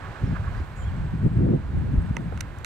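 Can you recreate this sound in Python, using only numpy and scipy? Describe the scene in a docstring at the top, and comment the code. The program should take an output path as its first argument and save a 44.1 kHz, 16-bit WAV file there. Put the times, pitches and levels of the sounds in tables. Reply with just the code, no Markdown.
"""Wind gusts buffet the microphone on an open shore, their eddies rumbling, fluttering and popping.
Distant surf washes steadily behind them, mostly on the right. At first something dry rustles close by;
small birds chirp faintly and insects hiss far off. Near the end the camera is handled:
its plastic parts click and ring right at the microphone, and the hand gives one soft knock."""
import sys
import numpy as np
from scipy import signal
from scipy.fft import rfft, irfft, next_fast_len
from scipy.io import wavfile
from scipy.ndimage import uniform_filter1d, map_coordinates

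SR = 44100
rng = np.random.default_rng(int(sys.argv[2]) if len(sys.argv) > 2 else 0)


def persist_wave(psi):
    """Save psi, clipped to +-1, as 16-bit WAV."""
    counts = np.round(np.clip(psi, -1, 1) * 32767).astype(np.int16)
    wavfile.write(sys.argv[1], SR, np.atleast_2d(counts).T)


N = 116865

# gusts on the microphone, three bands before trim: time_s, rumble_db, body_db, flutter_db
GUST_LEVELS = [(0.0, -42, -49.5, -54), (0.09, -35, -38, -51.5), (0.18, -47, -54, -72),
               (0.23, -26.5, -27.5, -37.5), (0.34, -27.5, -26.5, -38), (0.35, -28.5, -33, -59.5),
               (0.63, -27.5, -40, -48.5), (0.69, -42, -44, -54), (0.86, -26.5, -36.5, -54),
               (1.05, -29, -27, -42), (1.11, -31.5, -43, -55), (1.14, -26.5, -21.5, -39),
               (1.17, -32.5, -29.5, -46), (1.224, -27.5, -27, -45.5), (1.236, -22, -18.5, -30),
               (1.275, -13.5, -17.5, -26), (1.287, -33, -28.5, -50), (1.35, -29.5, -22.5, -36.5),
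               (1.41, -20.5, -19.5, -25.5), (1.56, -36.5, -19, -23.5), (1.59, -31.5, -30.5, -47),
               (1.68, -30, -43, -45.5), (1.77, -24, -22, -38), (1.84, -27, -28.5, -40.5),
               (1.98, -25.5, -25.5, -36.5), (2.07, -31.5, -27.5, -55), (2.14, -25, -39.5, -43),
               (2.18, -48, -27.5, -36), (2.27, -29.5, -30.5, -48.5), (2.65, -39.5, -51.5, -53)]
# colour of each wind band: freq_hz, density_db
RUMBLE_SPECTRUM = [(12, -18), (25, -10), (50, 2.5), (90, 3), (115, 2), (160, -22), (300, -81.5)]
BODY_SPECTRUM = [(50, -18), (90, -18.5), (120, 1), (170, 1.5), (240, -12.5), (320, -23), (600, -85.5)]
FLUTTER_SPECTRUM = [(130, -42.5), (200, -4), (260, 0.5), (350, -5), (500, -16), (700, -23.5), (1100, -41),
                    (2500, -84)]
# how much body and flutter differ between the two microphone ports: time_s, unlike_share
GUST_SWIRL = [(1.6, 0.17), (1.76, 1), (2.3, 0.15)]
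# single eddies on the microphone: centre_s, level_db, pitch_hz
EDDY_POPS = [(0.241, -16.5, 105), (0.332, -13, 135), (0.604, -26.5, 263), (1.373, -10.5, 120),
             (1.538, -8, 217), (1.777, -11.5, 90), (1.943, -16, 180), (1.984, -9, 60.6),
             (2.112, -13.5, 155)]

# contacts on the casing, and a hollower snap as of a button: start_s, gain_db, tilt_db_per_octave
CASING_CLICKS = [(2.3756, -27.5, -3.5), (2.4071, -21, 6.5), (2.4092, -16.5, 2.5), (2.5867, -50, 16),
                 (2.6465, -14.5, 0.5)]
BUTTON_SNAPS = [(2.1674, -20, -1.2)]
# ringing modes of those parts: pitch_hz, gain_db, t60_s
CASING_MODES = [(1486, -3.5, 0.011), (2137, -2.5, 0.0078), (2610, -3, 0.0063), (3830, -6.5, 0.0047),
                (6150, -11, 0.0056), (7250, -12.5, 0.0049), (8700, -22.5, 0.01), (11200, -25, 0.0052)]
BUTTON_MODES = [(520, -8, .022), (930, -6, .03), (1280, -8, .018), (2030, 2, .014), (2600, -1, .011),
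                (6080, -6, .008), (7200, -14, .007)]
# colour of a contact's crack and of the hand's knock: freq_hz, density_db
CRACK_SPECTRUM = [(1000, -8.5), (7000, 7), (15000, -10.5)]
KNOCK_SPECTRUM = [(150, -16), (430, 3), (950, -7.5), (1500, -11), (4000, -53.5)]

# distant surf and the fine hiss above it: time_s, level_db
SURF_LEVELS = [(0, -41), (.6, -42), (.75, -45), (.9, -43), (1.5, -46.5), (1.8, -45.5), (2.65, -44.5)]
HISS_LEVELS = [(0, -70.5), (.7, -69), (1.24, -71.5), (1.48, -78), (1.75, -71.5), (2.65, -71)]
# their colours: freq_hz, density_db
SURF_SPECTRUM = [(40, 4.5), (200, -1.5), (800, -0.5), (1050, 0), (1200, -2), (1600, 0), (1900, -6),
                 (2500, -10), (3200, -16), (4000, -18), (5500, -27.5), (8000, -27.5), (10000, -40.5),
                 (15000, -63.5)]
HISS_SPECTRUM = [(2000, -7.5), (6000, 4), (15500, 1)]
# how alike the surf is at the two ports: freq_hz, likeness
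SURF_LIKENESS = [(200, 1), (800, 0.74), (1600, 0.9), (3200, 0.38), (9000, .2)]
# the surf's lean to the right: freq_hz, left_minus_right_db
SURF_BALANCE = [(200, -1.5), (700, -6.5), (1300, -5), (4400, -10.5), (8000, -19.5)]
# phase between the ports for surf and rustles: freq_hz, left_lead_rad
PORT_PHASE = [(100, 0.19), (600, 0.03), (1200, 1.24), (2400, 0.48), (4000, 0.87), (6500, 0.26)]

# dry scuffs and lighter swishes nearby: centre_s, level_db, half_length_s
SCUFF_SWELLS = [(0.05, -44.5, 0.018), (.165, -40, 0.008), (0.357, -36.5, 0.0045), (0.367, -28, 0.003),
                (0.446, -42, 0.004), (0.479, -38.5, 0.005), (0.562, -41, 0.013)]
SWISH_SWELLS = [(0.27, -60.5, 0.07), (0.57, -56.5, 0.022)]
# their colours: freq_hz, density_db
SCUFF_SPECTRUM = [(400, -19), (850, -19), (1120, 4), (1300, -1.5), (1650, 1.5), (2000, -19.5), (5000, -40),
                  (15000, -70)]
SWISH_SPECTRUM = [(2000, 1), (4200, -1.5), (9000, -13.5), (12000, -27)]

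# birds on both sides: start_s, length_s, start_hz, middle_hz, end_hz, level_db, left_minus_right_db
BIRD_NOTES = [(0.262, 0.028, 5050, 5450, 5200, -65, -12), (0.57, 0.022, 4570, 4770, 4880, -64, -13),
              (0.564, 0.043, 1765, 2030, 1900, -54.5, 19), (0.756, 0.091, 6760, 7130, 6900, -60.5, -19),
              (0.76, 0.072, 7850, 8020, 8060, -67, -19), (0.816, 0.031, 3200, 3100, 3100, -58, 20),
              (0.845, .06, 3150, 3310, 2680, -57.5, 33.5)]
# far insect song: time_s, level_db, centre_hz
INSECT_SONG = [(.5, -88, 7700), (1.0, -74, 7770), (1.33, -74, 8270), (1.85, -80, 8280), (2.07, -72, 8330),
               (2.65, -80, 8650)]
# its stronger pulses: centre_s
INSECT_PULSE_TIMES = [1.275, 1.333, 2.02, 2.062]

WIND_LAG_S = 0.00056  # eddies reach the left port first


def wind():
    """Gusts right on the microphone: large eddies rumble, small ones flutter."""
    rumble_db, body_db, flutter_db = curves(GUST_LEVELS)
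    swirl, = curves(GUST_SWIRL)
    body_trim_db = -2.5
    return (amp(rumble_db) * eddies(RUMBLE_SPECTRUM, unlike=0.17, even_s=0.14)
            + amp(body_db + body_trim_db) * eddies(BODY_SPECTRUM, unlike=swirl, even_s=0.11)
            + amp(flutter_db) * eddies(FLUTTER_SPECTRUM, unlike=swirl, even_s=0.026))


def eddies(spectrum, unlike, even_s):
    """Turbulence, its strength evened out over even_s, passing one port and then the other."""
    pair = noise(spectrum)
    power = np.abs(uniform_filter1d(pair ** 2, int(even_s * SR), axis=1))
    steady = spread(pair / np.sqrt(power + 1e-6), alike=1 - unlike)
    lead_s = WIND_LAG_S * np.array([[.5], [-.5]])
    return unit(filtered(steady, lambda hz: np.exp(2j * np.pi * hz * lead_s)))


def wind_pops(half_length_cycles=0.36):
    """A sharp eddy hits the microphone as one short push and pull of pressure."""
    t = np.arange(N) / SR + WIND_LAG_S * np.array([[.5], [-.5]])
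    out = np.zeros((2, N))
    for centre_s, db, hz in EDDY_POPS:
        cycles = (t - centre_s) * hz
        out -= amp(db) * np.sin(2 * np.pi * cycles) * np.exp(-.5 * (cycles / half_length_cycles) ** 2)
    return out


def camera_clicks(contacts, modes, pan_db=-8.5, left_lag_s=.00002, crack_db=-20, crack_t60_s=0.013):
    """Each contact cracks and briefly rings a plastic part, just right of the microphone."""
    t, out = np.arange(SR // 20) / SR, np.zeros((2, N + SR))
    hz, mode_db, t60_s = np.transpose(modes)[:, :, None]
    octaves = np.log2(hz / 3000)  # the tilt pivots at 3 kHz
    ports = pan(pan_db - 1.5 * octaves)[:, :, None]  # higher modes sit further right
    arrival = t - left_lag_s * np.array([1, 0])[:, None, None]
    rise = 1 - np.exp(-t * hz / 0.85)  # a mode swells over about a cycle
    for start_s, db, tilt_db in contacts:
        phase = .6 * rng.standard_normal((2, len(hz), 1))
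        decay = amp(mode_db + tilt_db * octaves - 60 * t / t60_s)
        ring = ports * rise * decay * np.sin(2 * np.pi * hz * arrival + phase)
        burst = spread(noise(CRACK_SPECTRUM)[:, :len(t)], alike=0.87) * pan(pan_db)
        crack = amp(crack_db + tilt_db - 60 * t / crack_t60_s) * burst
        out[:, round(start_s * SR):][:, :len(t)] += amp(db) * (ring.sum(1) + crack)
    return out[:, :N]


def hand_knock(start_s=2.3235, level_db=-27, rise_s=0.0008, t60_s=.035):
    """The hand bumps the camera: a dull, quickly damped knock."""
    t = np.maximum(np.arange(N) / SR - start_s, 0)
    envelope = amp(level_db - 60 * t / t60_s) * (1 - np.exp(-t / rise_s))
    return envelope * spread(noise(KNOCK_SPECTRUM), alike=0.43)


def surf(waver_db=0.27):
    """The wash of distant surf off to the right, with a fine hiss above it."""
    wash_db, = curves(SURF_LEVELS)
    hiss_db, = curves(HISS_LEVELS)
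    wash_gain = amp(wash_db + waver_db * wobble(9.1))
    wash = from_right(noise(SURF_SPECTRUM), SURF_LIKENESS, SURF_BALANCE)
    hiss = spread(noise(HISS_SPECTRUM), alike=0.48)
    return wash_gain * wash + amp(hiss_db) * hiss


def rustles(grain_db=3, pan_db=-11):
    """Something dry brushes nearby on the right, in short grainy scuffs and lighter swishes."""
    grain = amp(grain_db * wobble(450))
    out = np.zeros((2, N))
    for strokes, spectrum in [(SCUFF_SWELLS, SCUFF_SPECTRUM), (SWISH_SWELLS, SWISH_SPECTRUM)]:
        friction = from_right(noise(spectrum), likeness=[(1500, 1.0)], balance=[(1500, pan_db)])
        out += swells(strokes) * unit(grain * friction)
    return out


def birds(warble_hz=85, warble_depth=.016, edge_s=0.0076, burr_db_per_khz=.45, echo_db=-8, echo_t60_s=0.22):
    """Small birds whistle gliding, warbling notes with a faint outdoor echo; higher ones are burrier."""
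    t, out = np.arange(N) / SR, np.zeros((2, N))
    for start_s, length_s, start_hz, middle_hz, end_hz, db, pan_db in BIRD_NOTES:
        age_s = t - start_s
        progress = np.clip(age_s / length_s, 0, 1)
        glide_hz = np.polyval(np.polyfit([0, .5, 1], [start_hz, middle_hz, end_hz], 2), progress)
        warble = np.sin(2 * np.pi * warble_hz * t) + .5 * wobble(280)
        hz = glide_hz * (1 + warble_depth * warble)
        whistle = np.sqrt(2) * np.sin(2 * np.pi * np.cumsum(hz) / SR)
        gate = np.clip(np.minimum(age_s, length_s - age_s) / edge_s, 0, 1)
        burr = unit(amp(burr_db_per_khz * middle_hz / 1000 * wobble(220)))
        out += amp(db) * burr * gate * whistle * pan(pan_db)
    tail = rng.standard_normal((2, SR // 2)) * amp(-60 * t[:SR // 2] / echo_t60_s)
    echo = signal.fftconvolve(out, tail / np.linalg.norm(tail[0]), axes=1)[:, :N]
    return out + amp(echo_db) * echo


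def insects(width_hz=190, flicker_db=3.5, pulse_db=-72.5, pulse_half_s=.007, pan_db=-24):
    """Insects far off to the right: a thin, flickering band of song with a few stronger pulses."""
    level_db, centre_hz = curves(INSECT_SONG)
    band = filtered(rng.standard_normal(N), lambda hz: np.exp(-.5 * (hz / width_hz) ** 2))
    song = unit(band * np.sin(2 * np.pi * np.cumsum(centre_hz) / SR))
    flicker = unit(amp(flicker_db * wobble(40.2)))
    pulses = swells([(centre_s, pulse_db, pulse_half_s) for centre_s in INSECT_PULSE_TIMES])
    return (amp(level_db) * flicker + pulses) * song * pan(pan_db)


def from_right(pair, likeness, balance):
    """A sound field on the right as the two microphone ports hear it."""
    hz = np.fft.rfftfreq(N, 1 / SR)
    lead = np.exp(.5j * along(PORT_PHASE, hz) * np.array([[1], [-1]]))
    spectra = spread(rfft(pair), along(likeness, hz))
    return unit(irfft(spectra * pan(along(balance, hz)) * lead, N))


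def spread(pair, alike):
    """Two unrelated signals mixed into left and right of a given likeness."""
    angle = np.arccos(np.clip(alike, -1, 1)) / 2
    mid, side = np.cos(angle) * pair[0], np.sin(angle) * pair[1]
    return np.array([mid + side, mid - side])


def pan(db):
    """Left and right gains for a left-minus-right level."""
    gains = np.array([amp(db / 2), amp(-db / 2)]).reshape(2, -1)
    return gains / np.sqrt(np.mean(gains ** 2, axis=0))


def noise(spectrum):
    """Two unrelated noises of one colour."""
    return unit(filtered(rng.standard_normal((2, N)), lambda hz: amp(along(spectrum, hz))))


def filtered(x, response):
    """x through a complex frequency response."""
    size = next_fast_len(N + SR // 2)
    return irfft(rfft(x, size) * response(np.fft.rfftfreq(size, 1 / SR)), size)[..., :N]


def swells(rows):
    """Gain of bell-shaped swells, from rows of centre_s, level_db, half_length_s."""
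    t = np.arange(N) / SR
    return np.sqrt(sum(amp(db) ** 2 * np.exp(-.5 * ((t - s) / half) ** 2) for s, db, half in rows))


def wobble(rate):
    """A smooth random curve, rate knots a second."""
    return map_coordinates(rng.standard_normal(int(N * rate / SR) + 4), [np.arange(N) * rate / SR])


def curves(rows):
    """One value per sample for each column after the time."""
    time_s, *columns = np.transpose(rows)
    return [np.interp(np.arange(N) / SR, time_s, column) for column in columns]


def along(points, hz):
    """Rows of freq_hz, value, read at hz on a log axis."""
    freq_hz, values = np.transpose(points)
    return np.interp(np.log(hz + 1), np.log(freq_hz + 1), values)


def amp(db):
    """Decibels to gain."""
    return 10 ** (np.asarray(db) / 20)


def unit(x):
    """Scaled to rms 1."""
    return x / np.sqrt(np.mean(x ** 2) + 1e-20)


def scene():
    """The shore from where the camera stands: wind and handling up close, the rest beyond."""
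    clicks = camera_clicks(CASING_CLICKS, CASING_MODES) + camera_clicks(BUTTON_SNAPS, BUTTON_MODES)
    handling = clicks + hand_knock()
    return wind() + wind_pops() + handling + surf() + rustles() + insects() + birds()


def record(dry):
    """The camera keeps nothing above its band limit."""
    top_hz = 15730
    return filtered(dry, lambda hz: hz < top_hz)


dry = scene()
out = record(dry)
persist_wave(out)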